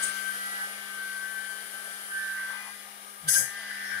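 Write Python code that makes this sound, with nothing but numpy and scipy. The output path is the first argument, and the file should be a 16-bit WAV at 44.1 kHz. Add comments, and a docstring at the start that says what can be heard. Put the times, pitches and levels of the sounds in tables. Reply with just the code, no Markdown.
"""A router spindle carves a turning wooden post in a workshop, heard from a moving hand-held camera.
From the start the spindle hums, its drive whistles and air hisses, while the cutter spits, rasps and
sings near 1.55 kHz with sidebands one spindle turn apart. Around 2.5 s it scrapes and lifts off the
wood, leaving a lull. At 3.28 s it bites in again with a screech and a crunch of chips, then sings on
near 1.6 kHz, chattering harder, as the hand bumps the camera."""
import sys
import numpy as np
from scipy import signal
from scipy.fft import rfft, irfft, next_fast_len
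from scipy.io import wavfile
from scipy.ndimage import uniform_filter1d, map_coordinates

SR = 44100
rng = np.random.default_rng(int(sys.argv[2]) if len(sys.argv) > 2 else 0)


def wrap_up_sound(samples):
    """Save the sound to the file named by the first command line argument, as 16-bit audio."""
    columns = np.atleast_2d(samples).T
    # keep every value between -1 and 1, then stretch to whole-number steps
    tamed = np.clip(columns, -1, 1)
    steps = np.round(tamed * 32767).astype(np.int16)
    wavfile.write(sys.argv[1], SR, steps)


N = 176400
T = np.arange(N) / SR
SPINDLE_HZ = 202.14
TURN = 2 * np.pi * SPINDLE_HZ * T  # spindle phase


def amp(db):
    return 10 ** (np.asarray(db) / 20)


def unit(x):
    return x / np.sqrt(np.mean(x ** 2) + 1e-20)


def along(points, hz):
    """An EQ curve on a log frequency axis."""
    f, v = np.transpose(points)
    return np.interp(np.log(hz + 1), np.log(f + 1), v)


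def curves(rows):
    """One automation lane for each column after the time."""
    times, *columns = np.transpose(rows)
    return [np.interp(T, times, column) for column in columns]


def swells(rows):
    """Bell-shaped envelopes."""
    return sum(amp(db) * np.exp(-((T - s) / half) ** 2) for s, half, db in rows)


def wobble(rate):
    """A smooth random LFO, rate knots a second."""
    return map_coordinates(rng.standard_normal(int(N * rate / SR) + 4), [T * rate])


def filtered(x, response):
    """Zero-phase EQ with gain response(hz)."""
    size = next_fast_len(N + SR // 2)
    return irfft(rfft(x, size) * response(np.fft.rfftfreq(size, 1 / SR)), size)[..., :N]


# Stereo image: f/Hz, left-right correlation
LIKENESS = [(60, 0.8), (180, 0.88), (550, 0.89), (1650, 0.45), (4970, -0.14), (15000, 0.12)]
# Stereo balance: f/Hz, left over right/dB
BALANCE = [(60, 1.0), (150, 4.5), (950, 4.9), (2380, 9.5), (5980, 6.4), (15000, 16.6)]
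def rush(spectrum, patchy_db):
    """Stereo noise, mottled in time and frequency; mid rms 1."""
    bins = signal.stft(rng.standard_normal((2, N)), nperseg=512)[2]
    patches = uniform_filter1d(rng.standard_normal(bins.shape[1:]), size=5, axis=0)
    patches = uniform_filter1d(patches, size=12, axis=1)
    pair = signal.istft(bins * amp(patchy_db * unit(patches)), nperseg=512)[1][:, :N]
    width = lambda hz: np.arccos(np.clip(along(LIKENESS, hz), -1, 1)) / 2
    mid, side = filtered(pair, lambda hz: amp(along(spectrum, hz))
                         * [np.cos(width(hz)), np.sin(width(hz))])
    pan = lambda hz: amp(np.outer([.5, -.5], along(BALANCE, hz)))
    out = filtered(np.array([mid + side, mid - side]), pan)
    return out / np.std(out.mean(0))


def tone(phase, left_db, right_db, lead, rough):
    """A stereo sine; left lead and phase jitter (rough) are in radians."""
    phase = phase + rough * wobble(40) + rng.uniform(0, 2 * np.pi)
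    return np.sqrt(2) * np.array([amp(left_db) * np.sin(phase + lead / 2),
                                  amp(right_db) * np.sin(phase - lead / 2)])


def drifting(phase, db, pan_db, rough=0.43, swell_db=3.0):
    """A tone whose level and side wander as the camera moves."""
    left_db = db + pan_db / 2 + swell_db * wobble(4.89)
    right_db = db - pan_db / 2 + swell_db * wobble(4.98)
    return tone(phase, left_db, right_db, 1.66 * wobble(1.56), rough)


# Air bed fader: t/s, level/dB
AIR_LEVEL = [(0, -41.5), (.3, -42), (.77, -46), (2.1, -44.5), (2.6, -47.5), (3, -51.5), (3.25, -50),
             (4, -49.5)]
# Its colour: f/Hz, level/dB
AIR_EQ = [(2650, -19), (4500, -16), (7370, -12), (8790, -4.5), (9800, 3), (10700, -2), (13000, -14),
          (13700, -20), (14500, -21), (15600, -21)]
def air():
    """Bright air hiss, pulsing faintly once a turn."""
    level = amp(curves(AIR_LEVEL)[0] + 0.2 * wobble(6.7))
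    return level * (1 + 0.055 * np.cos(TURN)) * rush(AIR_EQ, patchy_db=1.7)


# Machine noise faders: t/s, roar level/dB, rasp level before its boost/dB
MACHINE_LEVELS = [(.1, -53.5, -49), (.35, -56.5, -51.5), (.55, -53, -51), (.8, -56, -53.5),
                  (1.5, -56, -55.5), (2.6, -58.5, -54.5), (3.2, -59.5, -59), (3.35, -56, -57),
                  (3.6, -56.5, -53), (4, -56.5, -52.5)]
# Roar colour: f/Hz, level/dB
ROAR_EQ = [(45, -42), (90, -7.5), (150, -22), (250, -11.5), (400, -6), (740, 0.5), (1050, -6.5),
           (1200, 2.5), (1320, -10), (2200, -46)]
def motor():
    """Low motor roar, pulsing once a turn."""
    level = amp(curves(MACHINE_LEVELS)[0] + 0.44 * wobble(5.87))
    return level * (1 + 0.27 * np.cos(TURN)) * rush(ROAR_EQ, patchy_db=2.0)


# Hum fader: t/s, level/dB
HUM_LEVEL = [(0, -57), (1.3, -62), (1.7, -64.5), (2.5, -61.5), (3.5, -66.5), (3.65, -60), (4, -56)]
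# Harmonics that ride the roar: multiples of the spindle rate
HARMONICS = [2, 4, 8, 10, 12]
# Their mix: base level/dB
HARMONIC_MIX = [-69.5, -67, -61.5, -70.5, -73]
# The top two ring out as the cutter leaves the wood: t/s, gain/dB
LIFT_OFF_GAIN = [(2.35, 0), (2.6, 22), (2.8, 11), (2.9, -7)]
# The fluttering sixth harmonic carries the lull: t/s, level/dB
SIXTH_LEVEL = [(.7, -57.5), (1.3, -63), (2.4, -63), (2.75, -57.5), (3.15, -56.5), (3.6, -61)]
def spindle(hum_pan_db=5):
    """Hum at the turning rate, with its harmonics."""
    hum_db, roar_db = curves(HUM_LEVEL)[0], curves(MACHINE_LEVELS)[0]
    out = tone(TURN, hum_db + hum_pan_db / 2, hum_db - hum_pan_db / 2, lead=-.3, rough=.05)
    for k, db in zip(HARMONICS, HARMONIC_MIX):
        ride_db = roar_db - roar_db.mean() + (k >= 10) * curves(LIFT_OFF_GAIN)[0]
        out += drifting(k * TURN, db + ride_db, pan_db=6.5, rough=0.35)
    sixth_db = curves(SIXTH_LEVEL)[0] + 3 * wobble(22)
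    return out + drifting(6 * TURN, sixth_db, pan_db=6, rough=.6, swell_db=1)


# Drive tones: f/Hz, level/dB
DRIVE_TONES = [(14002, -65), (14409, -64), (14815, -67)]
def drive():
    """Thin whistle of the drive electronics, off to the left."""
    return sum(drifting(2 * np.pi * hz * T, db, pan_db=12, rough=.5, swell_db=1.5)
               for hz, db in DRIVE_TONES)


# Hand bumps: t/s, half length/s, f/Hz, level/dB
BUMPS = [(3.277, 0.031, 153, -39.5), (3.405, 0.034, 190.7, -47.5), (3.432, 0.053, 121, -50),
         (3.953, 0.039, 98.6, -56)]
def handling():
    """Soft bumps of the hand on the camera, each in a longer rumble."""
    bumps = sum(swells([(s, half, db)]) * np.sin(2 * np.pi * hz * T + 1.54 * wobble(50))
                for s, half, hz, db in BUMPS)
    rubs = swells((s, 1.5 * half, db) for s, half, _, db in BUMPS)
    noise = rng.standard_normal(N) + 0.81 * rng.standard_normal((2, N))
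    rumble = filtered(noise, lambda hz: hz / (1 + (hz / 70) ** 3))
    return bumps * amp([[2.5], [-2.5]]) + amp(-11.5) * rubs * unit(rumble)


# Cues for rough scrapes and sharp spits: t/s, half length/s, level/dB
SCRAPE_CUES, SPIT_CUES = [(2.4, 0.024, -56), (2.54, 0.07, -50), (2.68, 0.037, -48)], [(.037, 0.012, -27.5), (.075, 0.033, -36)]
# Scrape, spit and swish colours: f/Hz, level/dB
SCRAPE_EQ, SPIT_EQ, SWISH_EQ = [(500, -44), (800, -6), (1200, 1), (1600, -40)], [(5000, -20), (8200, -4), (9200, 6.5), (10500, -21),
                                                (15700, -26)], [(4300, -30), (5500, 6), (6600, -22)]
def chips():
    """Puffs of noise: opening spits, scrapes at lift-off, a last light swish."""
    layers = [(SCRAPE_CUES, SCRAPE_EQ), (SPIT_CUES, SPIT_EQ), ([(3.89, 0.069, -50.5)], SWISH_EQ)]
    return sum(swells(cues) * rush(eq, patchy_db=3.5) for cues, eq in layers)


def overtones(phase, spectrum, rough, sideband_loss_db=4):
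    """Cutter harmonics, each with sidebands a spindle turn apart; mid rms 1."""
    out = np.zeros((2, N))
    for h in range(2, 10):
        harmonic = h * phase + rough * h ** .5 * wobble(60)
        swell = amp(1.8 * wobble(6.2))
        for k in range(-2, 4):
            gain = amp(rng.normal(0, 2.6, (2, 1)) - sideband_loss_db * abs(k))
            out += gain * swell * np.sin(harmonic + k * TURN + rng.uniform(0, 2 * np.pi, (2, 1)))
    out = filtered(out, lambda hz: amp(along(spectrum, hz) + np.outer([.5, -.5], along(BALANCE, hz))))
    return out / np.std(out.mean(0))


# Rasp colour: f/Hz, level/dB
RASP_EQ = [(700, -40), (1200, -6.5), (1600, -2.5), (2300, -2.5), (3100, -2), (4400, -6.5), (5500, -6.5),
           (7500, -14), (10500, -36)]
def rasp(boost_db=5, pitched_db=-9):
    """The cut rasps once a turn, with a pitched edge while the cutter is in the wood."""
    level = amp(curves(MACHINE_LEVELS)[1] + boost_db + .5 * wobble(8))
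    in_wood = curves(CUTTER_LANES)[0] > -60
    grit = (1 + 0.13 * np.cos(TURN)) * rush(RASP_EQ, patchy_db=1.2)
    edge = amp(pitched_db) * in_wood * overtones(cutter_phase(), RASP_EQ, rough=.15)
    return level * (grit + edge)


# Chatter fader: t/s, level/dB
CHATTER_LEVEL = [(0, -57), (1.2, -60), (2.1, -60), (2.5, -49), (2.8, -72), (3.25, -72), (3.29, -41),
                 (3.6, -48), (4, -42)]
# Its band around the cutter tone: f/Hz, level/dB
CHATTER_EQ = [(1250, -23), (1480, 2), (1950, -2.5), (2350, -9.5), (2700, -55)]
def chatter():
    """Rough narrow noise of the cutter stuttering on the wood."""
    return amp(curves(CHATTER_LEVEL)[0] + 2.1 * wobble(25.01)) * rush(CHATTER_EQ, patchy_db=4.5)


# Bite cue: t/s, hold/s, level/dB
BITE_CUES = [(3.281, .11, -27)]
# Screech colour: f/Hz, level/dB
SCREECH_EQ = [(3000, -30), (4600, -23), (5300, -6), (6380, -2.5), (7270, -14), (8000, -7), (8770, -9),
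              (9680, 0), (11200, -6), (13500, -21), (14400, -13), (15700, -28)]
BITE_PHASE = 2 * np.pi * 1599 * T
def bite(attack_s=.014, fall_db_per_s=205):
    """The cutter digs in: harsh overtones over noise struck once a turn."""
    envelope = 0
    for s, hold, db in BITE_CUES:
        attack = np.clip((T - s) / attack_s + .5, 0, 1) ** 2
        envelope += attack * amp(db - fall_db_per_s * np.clip(T - s - hold, 0, None))
    strikes = 1 + .22 * np.cos(TURN + 0.73 * wobble(28))
    grit = strikes * rush(SCREECH_EQ, patchy_db=3.0)
    return envelope * (grit + amp(1.5) * overtones(BITE_PHASE, SCREECH_EQ, rough=0.4))


# Crunch cues: t/s, half length/s, level/dB
CRUNCH_CUES = [(.04, .03, -50), (3.289, .011, -39), (3.35, .016, -40.5)]
# Their colour: f/Hz, level/dB
CRUNCH_EQ = [(1500, -38), (2200, -5), (3100, -1), (4300, 1), (5000, -8), (7000, -13.5)]
def crunch():
    """Chips tear off: equal parts noise and cutter overtones."""
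    texture = rush(CRUNCH_EQ, patchy_db=0.5) + overtones(BITE_PHASE, CRUNCH_EQ, rough=0.28)
    return swells(CRUNCH_CUES) * texture


# Cutter pitch line: t/s, f/Hz
PITCH_LINE = [(0, 1555), (.55, 1549), (1.1, 1549), (1.6, 1550), (2.2, 1562), (2.68, 1555), (2.71, 1602),
              (3.29, 1562), (3.34, 1593), (4, 1598)]
def cutter_phase():
    """Running phase of the singing cutter."""
    return 2 * np.pi * np.cumsum(curves(PITCH_LINE)[0]) / SR


# Lead tone: t/s, left level/dB, right level/dB, left lead/rad
CUTTER_LANES = [(.05, -32, -39, 1.5), (.22, -32, -56, 1.9), (.3, -29, -50, 2.4), (.335, -39.5, -39.5, 3.46),
                (.65, -36.5, -37, 3.62), (.8, -43.5, -54, 4.5), (1.05, -35.5, -39.5, 5.5),
                (1.44, -33, -48.5, 5.3), (1.55, -36, -54, 6.4), (1.71, -48, -58, 8.7),
                (1.75, -36, -46, 7.6), (2.09, -45, -49, 9.4), (2.12, -36.5, -34, 10.9),
                (2.3, -40.5, -33, 12.5), (2.45, -36, -34, 13), (2.54, -32.5, -49, 13.6),
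                (2.63, -46, -49, 14.6), (2.72, -46, -55, 14.6), (2.9, -65, -70, 19), (3.24, -62, -64, 16),
                (3.29, -38, -33.5, 14.3), (3.33, -58, -52, 16.3), (3.37, -23, -28, 17.6),
                (3.42, -35.5, -48, 13.7), (3.5, -40, -42, 20.4), (3.87, -49, -53, 17),
                (3.93, -34.5, -55, 17.3), (4, -29, -36, 17.3)]
# Near sidebands: offset/spindle rates
NEAR_STEPS = [-1, 1, 2, 3]
# Their faders: t/s, level/dB at offsets -1, +1, +2, +3, left over right/dB at +1
NEAR_LANES = [(.06, -49, -64, -60, -52, 2), (.36, -54, -58, -56, -58, 0), (.52, -49.5, -56, -46, -45, 3),
              (.8, -52.5, -54, -60, -51, 3), (1.3, -64, -47.5, -57, -59, 0.5),
              (2.05, -59, -56, -57, -64, 4), (2.2, -59, -42.5, -52, -65, -17),
              (2.5, -48, -51, -50, -62, -10), (2.8, -70, -60, -56, -68, 10), (3.24, -69, -73, -80, -76, -1),
              (3.29, -63, -49, -52, -62, 5), (3.6, -68, -45, -48, -64, 3), (4, -62, -45, -49, -58, 10)]
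# Far sidebands: offset before rounding/spindle rates, level relative to the tone/dB
FAR_MIX = [(-2, -25), (3.5, -27.5)]
# Octave overtone fader: t/s, level/dB
OCTAVE_LEVEL = [(0, -58), (.47, -53), (.56, -62), (.65, -57), (.85, -66), (1.05, -59), (1.22, -70),
                (1.45, -58), (2.5, -66), (2.75, -76), (3.4, -76), (3.55, -58)]
# Second mode fader: t/s, level/dB
MODE_LEVEL = [(0, -49), (.5, -69), (.6, -41), (.7, -68), (2.1, -55.5), (2.3, -50.5), (2.6, -62), (3.3, -88),
              (3.38, -46), (3.6, -51.5), (3.8, -42.5), (4, -40)]
# That mode and its sidebands: offset/spindle rates
MODE_STEPS = [0, 1, 2]
# Their mix: gain/dB
MODE_MIX = [0.5, -6.5, -8]
def cutter(second_mode_hz=1515):
    """The cutter sings in two modes, with sidebands spaced by the spindle rate."""
    phase = cutter_phase()
    left_db, right_db, lead = curves(CUTTER_LANES)
    after_bite = T > BITE_CUES[0][0]
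    flutter_db = (1.74 + 1.7 * after_bite) * wobble(34)
    out = tone(phase, left_db + flutter_db, right_db + flutter_db, lead, rough=0.32)
    *near_db, pan_db = curves(NEAR_LANES)
    for k, db in zip(NEAR_STEPS, near_db):
        out += drifting(phase + k * TURN, db, pan_db if k == 1 else 3)
    tone_db = uniform_filter1d(np.maximum(left_db, right_db), size=8000)
    for k, db in FAR_MIX:
        out += drifting(phase + round(k) * TURN, tone_db + db, pan_db=9.8)
    out += drifting(2 * phase, curves(OCTAVE_LEVEL)[0], pan_db=6.4, rough=.4, swell_db=2.5)
    mode_phase = 2 * np.pi * second_mode_hz * T
    for k, db in zip(MODE_STEPS, MODE_MIX):
        out += drifting(mode_phase + k * TURN, curves(MODE_LEVEL)[0] + db, pan_db=1.4, rough=0.75)
    return out


def scene():
    """The dry stereo mix."""
    return (chips() + cutter() + chatter() + spindle() + drive() + motor() + rasp() + air()
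            + bite() + crunch() + handling())


def record(dry):
    """The camera cuts deep bass and top treble; its microphone housing dips one narrow band."""
    low_cut_hz, notch_hz, top_hz = 79, 2604, 15750
    notch = lambda hz: 1 - 0.67 * np.exp(-((hz - notch_hz) / 143) ** 2)
    return filtered(dry, lambda hz: (hz < top_hz) * notch(hz) * hz ** 2 / (hz ** 2 + low_cut_hz ** 2))


dry = scene()
out = record(dry)
wrap_up_sound(out)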